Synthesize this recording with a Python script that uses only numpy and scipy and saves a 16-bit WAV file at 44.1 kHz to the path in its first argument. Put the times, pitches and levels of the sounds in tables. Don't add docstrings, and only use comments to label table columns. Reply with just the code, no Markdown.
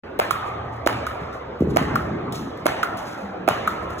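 import sys
import numpy as np
from scipy import signal
from scipy.fft import rfft, irfft, next_fast_len
from scipy.io import wavfile
from scipy.ndimage import uniform_filter1d

SR = 44100
rng = np.random.default_rng(int(sys.argv[2]) if len(sys.argv) > 2 else 0)


def log_audio(samples):
    frames = np.atleast_2d(samples).T
    limited = np.clip(frames, -1, 1)
    pcm = np.round(limited * 32767).astype(np.int16)
    wavfile.write(sys.argv[1], SR, pcm)


N = 176400
T = np.arange(4096) / SR

# t/s, left pat level/dB, right pat level/dB, pat f/Hz, boom level/dB, tick level/dB,
# floor delay/s, slap level/dB, second crack level/dB, hall level/dB, far-wall slap level/dB
STROKE_EVENTS = [(0.1908, -7, -11, 502, -31, -13, 0.0066, -3.5, -8.5, 1, -14),
                 (.8630, -10.5, -7, 623, -12, -12.5, 0.0091, -5, -6.5, 1.5, -11.5),
                 (1.7616, -13, -8.5, 610, -16, -14.5, .0075, -2.5, -7.5, 1.5, -18),
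                 (2.6566, -11, -5, 600, -13.5, -15, .0082, -3.5, -5, 2.5, -13),
                 (3.477, -10, -2, 705, -12, -16, 0.0098, -4.5, -7.5, 3, -15)]
# frequency ratio to the pat, level/dB, time to peak/s
COVER_MODES = [(1, 0, 0.0034), (1.9, -7.5, 0.0023), (2.7, -34, 0.0014), (3.8, -19, 0.0048),
               (6, -33, 0.0019)]
# f/Hz, level/dB, time to peak/s
SLAP_MODES = [(732, -2.5, 0.0016), (1287, -1.5, 0.00066), (2190, -8, 0.00044), (4270, -17, 0.00018)]
WALL_DELAYS = (0.018, .0245)
# f/Hz, level/dB
CRACK_SPECTRUM = [(800, -58), (3000, 3), (6000, -5.5), (10000, -7), (16000, -8.5)]
# f/Hz, level/dB
FLAP_SPECTRUM = [(200, -28), (500, -21), (1200, 1), (2300, 10), (4000, -22), (8000, -28)]
# f/Hz, level/dB
STROKE_SPREAD = [(80, -21), (200, -14), (400, -8.5), (700, 1), (1300, -10), (2200, -14), (3500, -20),
                 (6000, -28.5), (15000, -38)]
# delay/s, level/dB
STROKE_REFLECTIONS = [(.0215, -21), (.055, -14)]
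PAT_SAG_PER_S, PAT_LEFT_DELAY_S = 14, 0.00149
SLAP_PITCH_SPREAD = .08
BOOM_HZ, BOOM_PEAK_S = 325, 0.0031
CRACK_T60_S, CRACK_GAP_S, FIRST_CRACK_DB = .0032, 0.0026, -2
RUSTLE_DB, RUSTLE_T60_S = -11, .045
FLAP_DB, FLAP_T60_S = -13, .035

# t/s, left level/dB, right level/dB, cork f/Hz, tick level/dB,
# floor delay/s, floor copy level/dB, hall level/dB
TOCK_EVENTS = [(0.3081, -19, -3, 1217, -10, .0039, -6, 8),
               (1.067, -15, -13, 1300, -19.5, 0.0046, -2.5, 0.5),
               (1.9562, -6.5, -6.5, 1245, -17, 0.0043, -1, 2.5),
               (2.83, -10.5, -6.5, 1340, -12, 0.00465, -2.5, 2),
               (3.6751, -6, -6, 1280, -15.5, 0.004, -4.5, 4.5)]
# frequency ratio to the tock, level/dB, time to peak/s
CORK_MODES = [(1, 0, .0023), (.55, -17, .002), (.8, -15, .0015), (1.6, -19, .0012), (2.3, -23, .001)]
# f/Hz, level/dB
PANEL_SPECTRUM = [(200, -7), (600, -2.5), (1300, -0.5), (2500, 1), (5000, -24.5)]
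# frequency ratio to the tock, level/dB
TOCK_HALL_SPREAD = [(.1, -34), (.5, -20), (.82, -14), (.95, 0), (1.05, 0), (1.17, -16), (2, -24), (4, -32),
                    (12, -38)]
# delay/s, level/dB
TOCK_REFLECTIONS = [(0.011, -18), (.027, -32)]
TOCK_LEFT_DELAY_S = .0007
PANEL_DB, PANEL_T60_S = -9.5, 0.02
FEATHER_DB, FEATHER_T60_S = -11.5, 0.083

# t/s, level/dB, starting f/Hz, pitch-fall rate/(1/s), time to peak/s,
# deep push level/dB, hall level/dB
STAMP_EVENTS = [(1.549, -31, 624, 7.8, 0.0027, -43, -15), (1.6059, -8, 449, 119, 0.005, -20, -11.5),
                (1.6205, -7.5, 534, 96, 0.0031, -20, -4.5), (1.672, -13, 436, 96, 0.0023, -27, -1.5),
                (1.814, -11, 295, 160, 0.0019, -25.5, -22.5), (1.219, -50, 194, 19, 0.0042, -27, -18),
                (3.22, -28.5, 196, 1.9, 0.016, -35, -7), (3.656, -29.5, 212, 1.2, 0.017, -55, -25),
                (3.901, -57, 220, 11, 0.0086, -31, -10.5)]
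PUSH_HZ, PUSH_SAG_PER_S, PUSH_PEAK_S = 168, 82, 0.0034
THUD_HZ, THUD_PEAK_S, THUD_DB = 77.5, 0.025, 0

# t/s, hiss level/dB, rise time constant/s, t60/s, click level/dB before a common cut
SCUFF_EVENTS = [(0.454, -38.5, 0.019, 0.15, -67), (.72, -42.5, 0.043, 0.17, -70),
                (1.2017, -51.5, 0.0107, 0.26, -57), (1.324, -39, 0.018, 0.12, -50),
                (1.592, -64, 0.01, 0.083, -36), (1.605, -58, .004, 0.069, -27),
                (1.617, -57, 0.0048, 0.3, -30.5), (1.67, -47, 0.027, 0.54, -50),
                (2.3237, -32.5, 0.0066, 0.31, -11), (2.5731, -57, 0.0047, 0.16, -28),
                (2.9712, -39.5, 0.015, 0.62, -19), (3.11, -46, 0.019, 0.44, -83),
                (3.601, -62, 0.017, 0.23, -67), (3.819, -48, 0.015, 0.12, -68),
                (3.889, -48, 0.0028, 0.072, -44), (3.9036, -52.5, .003, 0.64, -25),
                (3.98, -40.5, 0.0041, 0.83, -48)]
# f/Hz, level/dB
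RUBBER_SPECTRUM = [(1200, -41), (2200, 8), (3500, 9), (6500, 7), (8700, -0.5), (12000, -0.5), (16000, -10)]
CLICK_T60_S, CLICK_CUT_DB = 0.035, -12

# f/Hz, t60/s
HALL_DECAY = [(80, 3.1), (300, 5.14), (1000, 3.36), (3000, 1.45), (6000, 1.02), (14000, 0.37)]
# f/Hz, level/dB
HALL_SPECTRUM = [(80, 16), (300, -4), (700, -2.5), (1300, 2), (2500, 2.5), (5000, 0.5), (9000, -0.5),
                 (15000, 5)]
EARLY_DB, EARLY_T60_S = 4.5, 0.15
HALL_DELAY_S, BUILD_S = .005, .007
ECHO_THIN_HZ, ECHO_DULL_HZ = 725, 3440
WET_STROKE_DB, WET_TOCK_DB, WET_STAMP_DB, WET_SCUFF_DB = 24.5, 18.5, 3.5, -5

# f/Hz, level/dB
RUMBLE_SPECTRUM = [(15, -40), (35, -4.5), (108, -5.5), (170, -12.5), (405, -7), (451, -7.5), (962, -18),
                   (1040, -15.5), (1650, -22.5), (3920, -39), (8590, -63.5), (12000, -69.5), (16000, -65)]
# t/s, level/dB
DEEP_LEVEL = [(0, -64), (.6, -36.5), (1.25, -35), (1.5, -42.5), (1.9, -31), (2.4, -44), (3, -60),
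              (3.6, -42), (4, -32)]
# t/s, level/dB
DRONE_LEVEL = [(.2, -59), (.4, -43), (.75, -34.5), (1.0, -35), (1.2, -45), (1.4, -49)]
RUMBLE_DB = -34
DEEP_HZ, DEEP_WIDTH_HZ = 76, 14
DRONE_HZ, DRONE_WIDTH_HZ, DRONE_STEADY = 115, 17, .6
WHINE_HZ, WHINE_WIDTH_HZ, WHINE_DB = 13790, 60, -80

# f/Hz, correlation
PORT_LIKENESS = [(250, 0.91), (500, 0.17), (900, 0.13), (1500, 0.6), (1900, 0.64), (2500, 0.59),
                 (3500, 0.26), (4500, 1), (16000, 0.98)]
# f/Hz, level/dB
RIGHT_PORT_GAIN = [(300, -0.5), (600, 2.5), (1200, 0.5), (3000, 0)]
# f/Hz, phase/rad
LEFT_LEAD = [(0, 0), (1200, 0), (1900, .9), (2600, 2.5), (3500, 1.8), (4000, 2), (4750, 3.14),
             (15400, 19.2), (17000, 19.2)]
# f/Hz, level/dB
TOP_ROLLOFF = [(15600, 0), (15900, -24), (16500, -13), (16900, -40)]
PATCHY_DB, STRAND_DB = 1.8, 2.2
START_S, FADE_IN_S, TOP_HZ = .035, 0.0013, 16900
LOW_CUT_HZ, MONO_BELOW_HZ, CEILING = 87, 200, 0.95


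def strokes():
    out = []
    for (s, left, right, hz, boom_db, tick_db, after,
         slap_db, crack_db, wet_db, wall_db) in STROKE_EVENTS:
        pat = [amp(db) * modes(COVER_MODES, hz, 0.0001 + late, PAT_SAG_PER_S, order=2)
               for db, late in ((left, PAT_LEFT_DELAY_S), (right, 0))]
        slap = [amp(slap_db + db) * modes(SLAP_MODES, slap_pitch(), after + late)
                for db, late in ((-3, 0.0012), (3.5, 0.0008))]
        cracks = tick(tick_db) + tick(crack_db + FIRST_CRACK_DB, after)
        cracks = cracks + tick(crack_db, after + CRACK_GAP_S)
        cloth = tick(tick_db + RUSTLE_DB, 0, RUSTLE_T60_S)
        cloth = cloth + tick(crack_db - 22.5, after, RUSTLE_T60_S)
        boom = amp(boom_db) * burst(BOOM_HZ, BOOM_PEAK_S, 0.00082)
        flap = [tick(db + FLAP_DB, 0.00081, FLAP_T60_S, FLAP_SPECTRUM)
                for db in ((left + right) / 2, right)]
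        wall = sum(amp(wall_db) * modes(SLAP_MODES[1:], slap_pitch(), after + late)
                   for late in WALL_DELAYS)
        sound = np.add(pat, slap) + flap + wall + cracks + cloth + boom
        sent = coloured_impulse(300, lambda f: along(STROKE_SPREAD, f))
        out.append((s - .0003, sound, amp(WET_STROKE_DB + wet_db) * sent))
    return place(out, STROKE_REFLECTIONS)


def slap_pitch():
    return rng.normal(1, SLAP_PITCH_SPREAD)


def tocks():
    out = []
    for s, left, right, hz, tick_db, after, again_db, wet_db in TOCK_EVENTS:
        ring = []
        for db, late in ((left, TOCK_LEFT_DELAY_S), (right, 0)):
            direct = modes(CORK_MODES, hz, late, order=2)
            reflected = amp(again_db) * modes(CORK_MODES, hz, late + after, order=2)
            ring.append(amp(db) * (direct + reflected))
        ticks = tick(tick_db) + tick(tick_db - 2.0, after)
        feathers = tick(tick_db + FEATHER_DB, 0, FEATHER_T60_S)
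        panel = tick(right + PANEL_DB, 0, PANEL_T60_S, PANEL_SPECTRUM)
        sound = np.array(ring) + ticks + feathers + panel
        sent = coloured_impulse(150, lambda f: along(TOCK_HALL_SPREAD, f / hz))
        out.append((s - .0003, sound, amp(WET_TOCK_DB + wet_db) * sent))
    return place(out, TOCK_REFLECTIONS)


def stamps():
    out = []
    for s, db, hz, sag, swell, push_db, wet_db in STAMP_EVENTS:
        thump = amp(db) * burst(hz, swell, 0, sag)
        thump = thump + amp(push_db) * burst(PUSH_HZ, PUSH_PEAK_S, 0, PUSH_SAG_PER_S)
        thud = amp(push_db + THUD_DB) * burst(THUD_HZ, THUD_PEAK_S, 0)
        both_ports = (thump + thud) * np.ones((2, 1))
        out.append((s, both_ports, amp(WET_STAMP_DB + wet_db) * thump))
    return place(out, [])


def scuffs():
    t, shape, clicks = np.arange(N) / SR, np.zeros(N), np.zeros((1, N))
    for s, db, rise, t60, click_db in SCUFF_EVENTS:
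        since = np.maximum(t - s, 0)
        shape += amp(db - 60 * since / t60) * (1 - np.exp(-since / rise))
        add(clicks, s - .0003, tick(click_db + CLICK_CUT_DB, 0, CLICK_T60_S)[None])
    grain_db = sum(db * unit(uniform_filter1d(rng.standard_normal(N), size=k))
                   for db, k in ((0.79, 90), (2.8, 900), (1.9, 2500)))
    noise = amp(grain_db) * rng.standard_normal(N)
    hiss = unit(filtered(noise, lambda hz: amp(along(RUBBER_SPECTRUM, hz))))
    direct = clicks[0] + shape * hiss
    return direct * np.ones((2, 1)), amp(WET_SCUFF_DB) * hall(direct)[:, :N]


def background():
    t = np.arange(N) / SR
    rumble = unit(filtered(rng.standard_normal((2, N)), lambda hz: amp(along(RUMBLE_SPECTRUM, hz))))
    drone = narrow_noise(DRONE_HZ, DRONE_WIDTH_HZ)
    drone = unit(drone + DRONE_STEADY * np.sin(2 * np.pi * DRONE_HZ * t))
    whine = narrow_noise(WHINE_HZ, WHINE_WIDTH_HZ)
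    deep = narrow_noise(DEEP_HZ, DEEP_WIDTH_HZ)
    near = amp(np.interp(t, *np.transpose(DEEP_LEVEL))) * deep
    near = near + amp(np.interp(t, *np.transpose(DRONE_LEVEL))) * drone
    return near + amp(WHINE_DB) * whine, amp(RUMBLE_DB) * rumble


def narrow_noise(centre, width):
    return unit(filtered(rng.standard_normal(N), lambda hz: np.exp(-((hz - centre) / width) ** 2)))


def burst(hz, swell, late, sag=0, phase=0, order=1):
    t = np.maximum(T - late, 0)
    turns = hz * (1 - np.exp(-sag * t)) / sag if sag else hz * t
    envelope = (t / swell) ** 2 * np.exp(2 / order * (1 - (t / swell) ** order))
    return envelope * np.sin(2 * np.pi * turns + phase)


def modes(table, pitch, late, sag=0, order=1):
    chance = rng.normal(0, [1.5, .5], (len(table), 2))
    return sum(amp(db + up_db) * burst(pitch * k, swell, late, sag, phase, order)
               for (k, db, swell), (up_db, phase) in zip(table, chance))


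def tick(db, late=0, t60=CRACK_T60_S, colour=CRACK_SPECTRUM):
    t = T - late - .0003
    shape = (t >= 0) * amp(-60 * np.abs(t) / t60)
    crack = filtered(shape * rng.standard_normal(len(T)), lambda hz: amp(along(colour, hz)))
    return amp(db - 7.0) * unit(crack) * np.sqrt(np.mean(shape ** 2))


def coloured_impulse(sample, level_db):
    return filtered(1. * (T == T[sample]), lambda f: amp(level_db(f)))


def place(sounds, echoes):
    near, far = np.zeros((2, N)), np.zeros((2, N))
    for s, x, sent in sounds:
        add(near, s, x)
        dull = filtered(x, lambda hz: 1j * hz / (ECHO_THIN_HZ + 1j * hz) / (1 + 1j * hz / ECHO_DULL_HZ))
        for late, db in echoes:
            add(near, s + late, amp(db + rng.normal(0, 0.7, (2, 1))) * dull)
        add(far, s, hall(sent))
    return near, far


def hall(x):
    hz, t, z = signal.stft(rng.standard_normal((2, 70000)), SR, nperseg=256)
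    shape = amp(-60 * t / along(HALL_DECAY, hz)[:, None]) + amp(EARLY_DB - 60 * t / EARLY_T60_S)
    tone = amp(along(HALL_SPECTRUM, hz))[:, None]
    tail = signal.istft(z * shape * tone, SR, nperseg=256)[1]
    since = np.maximum(np.arange(tail.shape[1]) / SR - HALL_DELAY_S, 0)
    tail = tail * (1 - np.exp(-since / BUILD_S)) / 80
    return signal.fftconvolve(x[None], tail, axes=1)


def patchy(x):
    z = signal.stft(x, nperseg=512)[2]
    field = uniform_filter1d(rng.standard_normal(z.shape[1:]), size=4, axis=0)
    field = uniform_filter1d(field, size=7, axis=1)
    strands = uniform_filter1d(rng.standard_normal(z.shape[1:]), size=30, axis=1)
    gain = amp(PATCHY_DB * unit(field) + STRAND_DB * unit(strands))
    return signal.istft(z * gain, nperseg=512)[1][:, :N]


def diffuse(pair):
    def mix(hz):
        angle = np.arccos(np.clip(along(PORT_LIKENESS, hz), 0, 1)) / 2
        return np.array([np.cos(angle), np.sin(angle)])

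    mid, side = filtered(pair, mix)
    ports = np.array([mid + side, mid - side])
    return filtered(ports, lambda hz: amp(np.outer([-.5, .5], along(RIGHT_PORT_GAIN, hz))))


def amp(db):
    return 10 ** (np.asarray(db) / 20)


def unit(x):
    return x / np.sqrt(np.mean(x ** 2) + 1e-20)


def along(points, hz):
    f, v = np.transpose(points)
    return np.interp(np.log(hz + 1), np.log(f + 1), v)


def filtered(x, response):
    n = x.shape[-1]
    m = next_fast_len(n + 4096)
    return irfft(rfft(x, m) * response(np.fft.rfftfreq(m, 1 / SR)), m)[..., :n]


def add(track, s, x):
    part = track[:, round(s * SR):][:, :x.shape[-1]]
    part += x[..., :part.shape[1]]


def scene():
    near, far = zip(strokes(), tocks(), stamps(), scuffs(), background())
    return sum(near) + diffuse(patchy(sum(far)))


def record(dry):
    on = np.clip((np.arange(N) / SR - START_S) / FADE_IN_S, 0, 1)

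    def low_cut(hz, edge_hz):
        return np.abs((1j * hz / edge_hz / (1 + 1j * hz / edge_hz)) ** 2)

    def port_phase(hz):
        return np.exp(.5j * np.outer([1, -1], np.interp(hz, *np.transpose(LEFT_LEAD))))

    mid = dry.mean(0)
    side = filtered((dry[0] - dry[1]) / 2, lambda hz: low_cut(hz, MONO_BELOW_HZ))
    ports = np.array([mid + side, mid - side]) * on
    x = filtered(ports, lambda hz: port_phase(hz) * low_cut(hz, LOW_CUT_HZ))
    x = x / (1 + np.abs(x / CEILING) ** 6) ** (1 / 6)
    return filtered(x, lambda hz: amp(along(TOP_ROLLOFF, hz)) * (hz < TOP_HZ))


dry = scene()
out = record(dry)
log_audio(out)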